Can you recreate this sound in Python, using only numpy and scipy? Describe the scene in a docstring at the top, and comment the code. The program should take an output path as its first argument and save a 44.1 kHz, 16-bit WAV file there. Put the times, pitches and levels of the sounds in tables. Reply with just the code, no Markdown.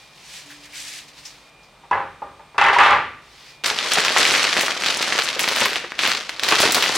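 """On a kitchen counter, a paper towel rubs a wet carrot with stick-slip friction. The carrot then knocks
and tumbles into a hard plastic tray, each impact exciting the tray's modes. Later a crisp plastic bag is
gathered up close by and pushed into a bin: its film buckles in dense crackles, sharp snaps and hollow
crumples. The small hard room reverberates, an appliance whines faintly, and a limiter holds the peaks."""
import sys
import numpy as np
from scipy import signal
from scipy.fft import rfft, irfft, next_fast_len
from scipy.io import wavfile
from scipy.ndimage import uniform_filter1d, minimum_filter1d, map_coordinates

SR = 44100
rng = np.random.default_rng(int(sys.argv[2]) if len(sys.argv) > 2 else 0)


def int16_out(signal):
    """Quantize to a 16-bit WAV file."""
    q = np.round(np.clip(np.atleast_2d(signal).T, -1, 1) * 32767)
    wavfile.write(sys.argv[1], SR, q.astype(np.int16))


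N = 307377

# spectra of buckling film and of the finest creases and fibres: f/Hz, relative density/dB
FILM_SPECTRUM = [(290, -35.5), (500, -5.5), (718, -7.5), (1050, -4.5), (1140, 0.5), (2070, 2), (4470, 0.5),
                 (5970, -5), (12900, -27), (15100, -58), (16000, -59)]
SIZZLE_SPECTRUM = [(2500, -64), (5500, 0.5), (8000, -1.5), (11000, -8.5), (16000, -24)]
# effort on the bag as it is gathered up, and as it is pushed into the bin: t/s, level/dB
GATHER_EFFORT = [(3.638, -27), (3.663, -19), (3.763, -28), (3.992, -20.5), (4.132, -22.5), (4.177, -16.5),
                 (4.446, -19), (4.536, -24), (4.571, -18.5), (4.78, -28.5), (4.875, -20), (4.945, -25),
                 (5.184, -23), (5.374, -32.5), (5.394, -26), (5.604, -20.5), (5.623, -19), (5.708, -28.5),
                 (5.758, -26), (5.893, -42.5), (5.963, -43)]
STOW_EFFORT = [(6.432, -26), (6.546, -18), (6.576, -22.5), (6.606, -16.5), (6.731, -24), (6.761, -21.5),
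               (6.786, -22), (6.935, -21), (6.96, -18.4)]


def amp(db):
    """Amplitude ratio of a level in decibels."""
    return 10 ** (np.asarray(db) / 20)


def unit(x):
    """Normalisation to an rms of 1."""
    return x / np.sqrt(np.mean(x ** 2) + 1e-20)


def along(points, hz):
    """Interpolation of (f/Hz, value) points on a logarithmic frequency axis."""
    f, values = np.transpose(points)
    return np.interp(np.log(hz + 1), np.log(f + 1), values)


def envelope(points):
    """Amplitude envelope through (t/s, level/dB) points, silent outside them."""
    return amp(np.interp(np.arange(N) / SR, *np.transpose(points), left=-120, right=-120))


def wobble(rate):
    """Smooth random modulation: a spline through `rate` knots a second."""
    knots = rng.standard_normal(int(N * rate / SR) + 4)
    return map_coordinates(knots, [np.arange(N) * rate / SR])


def add(track, s, sound):
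    """Superposition of a sound on a track, starting at s seconds."""
    i = round(s * SR)
    track[..., i:i + sound.shape[-1]] += sound[..., :N - i]


def filtered(x, response):
    """Zero-phase filtering: the spectrum is multiplied by a function of frequency."""
    n = x.shape[-1]
    size = next_fast_len(n + 4096, True)
    return irfft(rfft(x, size) * response(np.fft.rfftfreq(size, 1 / SR)), size)[..., :n]


def coloured(x, spectrum, size=2048):
    """Minimum-phase filtering to (f/Hz, level/dB) points; folding the cepstrum makes it causal."""
    cepstrum = irfft(np.log(amp(along(spectrum, np.fft.rfftfreq(size, 1 / SR)))))
    cepstrum[1:size // 2] *= 2
    cepstrum[size // 2 + 1:] = 0
    impulse_response = irfft(np.exp(rfft(cepstrum)))
    return signal.oaconvolve(x, impulse_response[None], axes=1)[:, :x.shape[-1]]


def spread(pair):
    """Interchannel coherence: two independent signals become alike in the bass, apart in the treble."""
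    # likeness of left and right: f/Hz, correlation
    coherence = [(300, 0.99), (1000, 0.95), (2000, 0.92), (4000, 0.77), (8000, 0.57), (13000, .05)]

    def weights(hz):
        angle = np.arccos(np.clip(along(coherence, hz), -1, 1)) / 2
        return np.array([np.cos(angle), np.sin(angle)])

    mid, side = filtered(pair, weights)
    return np.array([mid + side, mid - side])


def noise(count):
    """A diffuse field of white stereo noise."""
    return spread(rng.standard_normal((2, count)))


def room_tail():
    """Reverberation: the kitchen's impulse response, of energy about 1, decays longest in the bass."""
    # reverberation time: f/Hz, T60/s
    decay_times = [(150, 0.89), (700, 0.34), (2000, 0.53), (5000, 0.5), (14000, 0.28)]
    hz, t, bands = signal.stft(noise(SR // 2), SR, nperseg=256)
    decay = amp(-60 * t / along(decay_times, hz)[:, None])
    tail = signal.istft(bands * decay, SR, nperseg=256)[1][:, :SR // 2]
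    return tail / np.linalg.norm(tail[0])


def flurries(rate, life_s):
    """Shot noise: the power of small collapses that start at once and decay exponentially; mean 1."""
    starts = (rng.random(N) < rate / SR) * rng.exponential(size=N)
    power = signal.lfilter([1], [1, -np.exp(-1 / (life_s * SR))], starts)
    return power / power.mean()


def crackle(spectrum, rate, spread_db, wash_db, clump_db):
    """A Poisson process of unequal clicks, surging in flurries over the wash of their echoes; rms 1."""
    hits = rng.random(N) < rate / SR
    sizes = amp(spread_db * np.minimum(rng.exponential(size=N), 4))
    clicks = spread(hits * sizes * np.array([rng.choice([-1, 1], N), rng.standard_normal(N)]))
    surge = np.sqrt(1 + amp(clump_db) ** 2 * flurries(rate=90, life_s=0.0036))
    return unit(coloured(surge * (unit(clicks) + amp(wash_db) * noise(N)), spectrum))


def background():
    """Broadband room noise under phase-modulated tones: an appliance's whine and a faint low ring."""
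    # room air: f/Hz, relative density/dB
    air_spectrum = [(15, -46), (25, -20), (53, -2), (72, -13), (145, -4.5), (263, -10), (911, -6),
                    (1190, -7.5), (1330, -10), (1650, -14), (2410, -10.5), (2840, -13.5), (3620, -13.5),
                    (3920, -15), (16000, -37)]
    # the appliance's spectral lines: f/Hz, level/dB
    whine_lines = [(50, -69), (142, -69), (3650, -69.5), (8193, -75.5), (8979, -78.5)]
    # envelopes of its strongest line and of the low ring: t/s, level/dB
    whistle_levels = [(0, -58.5), (.9, -62), (1.35, -66), (1.6, -55), (1.8, -65), (2.4, -62), (3.3, -69),
                      (3.57, -54), (7, -63)]
    ring_levels = [(.42, -76), (.47, -52), (.63, -55), (.72, -61.5), (1.6, -67)]
    t = np.arange(N) / SR
    whine = sum(amp(db + 2.6 * wobble(3.5)) * np.sin(2 * np.pi * hz * t + 0.58 * wobble(40))
                for hz, db in whine_lines)
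    whistle = envelope(whistle_levels) * np.sin(2 * np.pi * 2417 * t + 0.32 * wobble(49))
    ring = envelope(ring_levels) * np.sin(2 * np.pi * 291 * t + 0.3 * wobble(17))
    air = amp(-51.5) * unit(coloured(noise(N), air_spectrum, size=8192))
    return air + np.sqrt(2) * (whine + whistle + ring)


def towel():
    """Stick-slip friction: paper fibres rub and catch on the wet carrot; later a sleeve brushes past."""
    # strokes of the towel and of the sleeve: t/s, level/dB
    strokes = [(0.0, -48.5), (0.104, -54.5), (0.366, -38), (0.454, -46.5), (0.518, -43), (0.6, -49),
               (0.664, -44), (0.684, -53), (0.772, -35.5), (0.986, -38), (1.072, -50), (1.086, -45),
               (1.132, -54), (1.19, -44), (1.224, -49), (1.256, -42.5), (1.432, -54.5), (1.5, -55)]
    sleeve = [(3.22, -57), (3.356, -48.5), (3.5, -45), (3.62, -62)]
    # rubbing paper: f/Hz, relative density/dB
    paper_spectrum = [(600, -29), (1200, -12), (1900, -0.5), (3000, -0.5), (4800, -0.5), (7000, -10),
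                      (12000, -20), (16000, -24)]
    # wet paper catching and slipping: t/s, level/dB, f/Hz
    slips = [(.5, -43.5, 1740), (.653, -48, 1900), (.728, -41, 2390), (1.18, -50, 4500),
             (1.251, -37.5, 5450), (1.63, -55, 4860)]
    rubbing = envelope(strokes)
    briskness = rubbing / amp(-37)  # 1 in a brisk stroke
    fibres = crackle(paper_spectrum, rate=2500, spread_db=3, wash_db=4.5, clump_db=-7)
    fizz = crackle(SIZZLE_SPECTRUM, rate=3000, spread_db=2, wash_db=-2, clump_db=-5)
    out = (rubbing + envelope(sleeve)) * fibres + amp(-41) * briskness ** 1.57 * fizz
    t = np.arange(SR // 5) / SR
    for s, db, hz in slips:
        swish = unit(coloured(noise(len(t)), [(hz / 2, -25), (hz, 0), (hz * 2, -25)]))
        add(out, s, swish * amp(db + 3.5 - 60 * t / 0.21) * (1 - np.exp(-t / 0.0022)))
    return out


def contacts():
    """Inelastic rebound: the carrot lands, and any bounces follow ever sooner and softer."""
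    # landings: t/s, level/dB, contact cut-off/Hz, crack/dB, wall tone/dB, rebounds, loss per rebound/dB
    landings = [(1.837, -40, 990, -35, 0.5, 0, 1), (1.9115, -11, 1140, -16, 4, 0, 1),
                (1.929, -12.5, 1370, -32, -2, 0, 0), (1.944, -22, 1360, -28, 5, 2, 0),
                (2.2193, -20.5, 770, -35, -1, 0, 0), (2.3951, -35.5, 950, -20, 1, 0, 0),
                (2.5449, -29.5, 970, -30, -4, -0.5, 0), (2.5808, -6, 2600, -7.5, -10, 4.5, 0.55),
                (2.73, -11, 4000, -9, -11, 0, 0), (2.7636, -13.5, 1110, -20, 10, 0, 0),
                (2.786, -4, 2450, -9, -4, 0, 0), (2.801, -5, 2960, -13, -18, 2.5, 0.9),
                (2.893, -9.5, 1410, -27, -2, 0, 0), (2.907, -5, 1900, -12, -10, 0.5, 0),
                (2.923, -10, 1840, -34, -14, 0, 0)]
    first_flight_s, restitution, softening = 0.032, 0.86, 0.95
    for s, db, contact_hz, crack_db, wall_db, rebounds, loss_db in landings:
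        for k in range(round(rebounds) + 1):
            delay = first_flight_s * np.sum(restitution ** np.arange(k))
            yield s + delay, db - loss_db * k, contact_hz * softening ** k, crack_db - 0.5 * k, wall_db


def carrot_in_tray():
    """Impact excitation: each blow drives the tray's modes and the room; a soft one lacks treble."""
    # the tray's normal modes: f/Hz, level/dB, T60/s
    modes = [(252.5, -24.5, 0.64), (400, -18, 0.4), (541.3, -17, 0.4), (584, -18, 0.3), (809, -6.5, 0.31),
             (836, -13.5, 0.26), (901, -9, 0.28), (980, -30, 0.19), (1178, -13.5, 0.53), (1209, -9, 0.43),
             (1360, -12, 0.18), (1692, -5, 0.098), (1823, -10, 0.4), (2013, -4.5, 0.1), (2300, -21, 0.1),
             (2635, -8, 0.17), (2905, -10, 0.1), (4640, -18, .12)]
    # thud of tray and counter: f/Hz, relative density/dB
    thud_spectrum = [(35, -7), (70, 4.5), (130, -3), (230, -11), (450, -2), (650, 0.5), (900, 8),
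                     (1250, 6.5), (1900, 2.5), (3000, -1.5), (4000, -5.5), (5000, -9.5), (8000, -11),
                     (16000, -14)]
    crack_spectrum = [(1000, 7), (5000, 8), (9000, -3), (16000, -33)]
    soft_contact_hz = 1150
    out, t = np.zeros((2, N)), np.arange(SR // 2) / SR
    mode_hz, mode_db, t60 = np.transpose(modes)[:, :, None]
    decay = amp(mode_db - 60 * t / t60) * (1 - np.exp(-t / 0.00023))
    sine, cosine = decay * np.sin(2 * np.pi * mode_hz * t), decay * np.cos(2 * np.pi * mode_hz * t)
    for s, db, contact_hz, crack_db, wall_db in contacts():
        strength = amp(rng.normal(0, 3.4, len(modes)))
        phase = rng.uniform(0, 2 * np.pi, len(modes))
        ring = (strength * np.cos(phase)) @ sine + (strength * np.sin(phase)) @ cosine
        thud = coloured(amp(31) * room_tail() + amp(-20 - 60 * t / 0.017) * noise(len(t)), thud_spectrum)
        lowpass = signal.butter(2, contact_hz, fs=SR, output="sos")
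        # only slow, heavy blows push out the low notes
        highpass = signal.butter(1, contact_hz / 3.06, "highpass", fs=SR, output="sos")
        body = signal.sosfilt(np.vstack([lowpass, highpass]), amp(-6) * ring + thud)
        # the carrot lying against the wall damps its tone; a soft, heavy touch lowers it
        wall_hz = 980 * min(contact_hz / soft_contact_hz, 1.5) ** 0.37 * np.exp(rng.normal(0, 0.029))
        wall_envelope = amp(wall_db - 60 * t / 0.069) * (1 - np.exp(-t / 0.00049))
        wall = wall_envelope * np.sin(2 * np.pi * wall_hz * t)
        crack = amp(crack_db - 10.5 - 60 * t / 0.019) * noise(len(t)) + amp(crack_db - 3) * room_tail()
        add(out, s, amp(db) * (body + wall + coloured(crack, crack_spectrum)))
    return out


def radiation_highpass(x, corner_hz):
    """Radiation efficiency: thin film moves too little air to radiate low notes."""
    return signal.sosfilt(signal.butter(2, corner_hz, "highpass", fs=SR, output="sos"), x)


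def effort_db(s):
    """The driving level: how hard the bag is worked at the given times."""
    # effort as the bag is lifted over to the bin: t/s, level/dB
    lift_effort = [(5.978, -38), (5.998, -23.5), (6.102, -21.5), (6.257, -36), (6.372, -39.5), (6.417, -34)]
    return np.interp(s, *np.transpose(np.vstack([GATHER_EFFORT, lift_effort, STOW_EFFORT])), left=-120)


def bag_rustle():
    """Buckling noise: film, panels and creases grow as powers of the effort; skids add a short hiss."""
    # film skidding over film: t/s, level/dB
    skids = [(3.64, -41), (3.93, -29), (4.605, -22), (4.965, -30.5), (5.232, -25), (5.393, -22),
             (6.612, -19.5), (6.722, -24), (6.955, -27)]
    time, t = np.arange(N) / SR, np.arange(SR // 2) / SR
    grip = amp(effort_db(time) + 21)  # 1 in a firm grip
    sizzle = amp(-35.5) * grip ** 1.53
    for s, db in skids:
        add(sizzle, s, amp(db - 60 * t / 0.19) * (1 - np.exp(-t / 0.0016)))
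    # the bag's panels: f/Hz, relative density/dB
    panel_spectrum = [(25, -47), (55, -23), (100, -13), (180, -6), (400, 0), (750, 1), (1100, -1),
                      (2000, -15.5), (4000, -51)]
    film = crackle(FILM_SPECTRUM, rate=900, spread_db=3.8, wash_db=-2, clump_db=-2.5)
    panels = crackle(panel_spectrum, rate=330, spread_db=8, wash_db=1, clump_db=-5.5)
    creases = crackle(SIZZLE_SPECTRUM, rate=530, spread_db=6, wash_db=5.5, clump_db=5)
    panel_db = -31.5 + 3 * (time > STOW_EFFORT[0][0])  # fuller once the bag rubs against the bin
    return amp(-21) * grip * film + amp(panel_db) * grip ** 0.8 * panels + sizzle * creases


def bag_crumples():
    """Panel buckling: a whole panel pops through with a hollow note and a burst of rustle."""
    # popping panels: t/s, level/dB, f/Hz
    pops = [(3.709, -12.5, 836), (3.849, -15.5, 1000), (3.97, -5, 760), (4.061, -11, 1040),
            (4.171, -12.5, 800), (5.185, -8, 1268), (5.363, -16, 527), (5.481, -12, 1224),
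            (5.616, -4.5, 1014), (5.655, -8, 1040), (5.716, -15.5, 427), (5.84, -17, 493),
            (6.521, -0.5, 1110), (6.632, -2.5, 606), (6.655, -7, 430), (6.767, -7, 595)]
    # their rustle: f/Hz, relative density/dB
    hollow_spectrum = [(50, -26), (110, -11), (220, -3.5), (450, -2.5), (700, 2), (1100, 3),
                       (2500, 0.5), (6000, -18), (16000, -51)]
    out, t = np.zeros((2, N)), np.arange(SR // 5) / SR
    for s, db, hz in pops:
        burst = unit(coloured(noise(len(t)), hollow_spectrum)) * amp(-7.5 - 60 * t / 0.082)
        note = np.sin(2 * np.pi * hz * t) * amp(-1 - 60 * t / 0.033)
        air_hz = 450 * np.exp(rng.normal(0, 0.12))
        trapped_air = np.sin(2 * np.pi * air_hz * t) * amp(-17.5 - 60 * t / 0.14)
        add(out, s, amp(db) * (burst + note + trapped_air) * (1 - np.exp(-t / 0.0032)))
    return radiation_highpass(out, corner_hz=70)


def lesser_snaps(rate=20, candidates=120):
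    """A random point process: about `rate` creases snap a second, louder under greater effort."""
    position, lottery = rng.random((candidates, 2)).T
    level_scatter, pitch_scatter, tick_scatter = rng.standard_normal((candidates, 3)).T
    start, length = GATHER_EFFORT[0][0], STOW_EFFORT[-1][0] - GATHER_EFFORT[0][0]
    s = start + length * position
    db = effort_db(s) + 15.5 + 3.5 * level_scatter
    hz = 2720 * 2 ** (0.58 * pitch_scatter)
    flutter_db, tick_db = np.full(candidates, -17.5), -35 + 2 * tick_scatter
    rows = np.column_stack([s, db, hz, flutter_db, tick_db])
    return list(rows[lottery < rate * length / candidates])


def bag_snaps():
    """Snap-through: a crease flips in about one cycle with a tick; the film flutters, the room echoes."""
    # the loudest creases: t/s, level/dB, f/Hz, relative flutter/dB, relative tick/dB
    loud_snaps = [(3.6439, -7.5, 1850, -8.5, -22), (3.6604, -2, 4200, -16.5, -24),
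                  (3.7885, -1.5, 3400, -18, -37), (3.919, 5.5, 3300, -15.5, -28),
                  (4.049, -9, 3800, -25, -14), (4.203, -4, 3400, -7, -35), (4.3398, 4, 2090, -18, -32),
                  (4.5676, -2, 1800, -19, -30), (4.611, -1.5, 2370, -15, -13), (4.8372, -6, 2180, -29, -33),
                  (4.8615, 2.5, 3530, -16, -26), (5.029, -4, 2540, -16, -38), (5.1243, -1, 2040, -17, -41),
                  (5.1889, -5, 1940, -5, -18), (5.2886, -5.5, 3100, -12, -26),
                  (5.3939, -4.5, 2530, -13.5, -11), (5.488, -1, 3650, -22, -17),
                  (5.5622, -6, 3140, -14, -12), (5.6129, 2.5, 3000, -16, -35), (5.6573, -2, 1950, -14, -13),
                  (5.7584, -3, 2640, -24, -43), (5.9205, -13, 1760, -25, -39),
                  (5.9913, 3.5, 2800, -40, -44), (6.0475, -7, 1900, -18, -36), (6.0623, -6, 2200, -24, -37),
                  (6.076, -2, 2900, -26, -14), (6.2937, -9.5, 2680, -9, -24), (6.3959, -9, 3050, -12, -30),
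                  (6.4347, 3, 3860, -16.5, -20), (6.4872, -2, 3320, -7.5, -13), (6.523, -1, 2600, -12, -28),
                  (6.6024, 6, 4250, -26, -16), (6.722, 1.5, 7000, -23, -10), (6.746, 7, 3720, -15.5, -14),
                  (6.8246, 5.5, 2900, -15, -18)]
    out, t = np.zeros((2, N)), np.arange(SR // 3) / SR
    rise_s = 0.0005
    from_peak = t[:SR // 100] - rise_s
    for s, db, hz, flutter_db, tick_db in list(loud_snaps) + lesser_snaps():
        phase = rng.uniform(0, 2 * np.pi) + rng.normal(0, 0.033, (2, 1))
        pulse = np.exp(-hz * np.maximum(-5 * from_peak, 2 * from_peak))
        flip = pulse * np.cos(2 * np.pi * hz * from_peak + phase)
        tick = unit(radiation_highpass(noise(len(from_peak)), corner_hz=6500))
        tick *= amp(tick_db + 1 - 60 * np.abs(from_peak) / 0.0084) * (from_peak >= 0)
        echo = amp(0.5) * signal.fftconvolve(flip + amp(-2.5) * tick, room_tail(), axes=1)[:, :len(t)]
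        # the flutter dies fast; its echo hangs on
        flutter = amp(flutter_db - 1 - 60 * t / 0.024) + amp(flutter_db - 17 - 60 * t / 0.23)
        snap = echo + flutter * unit(coloured(noise(len(t)), FILM_SPECTRUM))
        snap[:, :len(from_peak)] += amp(5) * flip + tick  # direct sound
        add(out, s - rise_s, amp(db) * snap)
    return radiation_highpass(out, corner_hz=220)


def scene():
    """Superposition of the sources; a level difference sets the bag a little to the left."""
    bag = (bag_rustle() + bag_snaps() + bag_crumples()) * amp([[0.35], [-0.35]])
    return bag + towel() + carrot_in_tray() + background()


def record(dry):
    """Peak limiting by a fast, smoothed gain, followed by band limiting."""
    ceiling_db, top_hz = -0.7, 16000
    needed = np.minimum(1, amp(ceiling_db) / (np.abs(dry).max(axis=0) + 1e-9))
    gain = uniform_filter1d(minimum_filter1d(needed, size=61), size=61)
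    return filtered(dry * gain, lambda hz: hz < top_hz)


dry = scene()
out = record(dry)
int16_out(out)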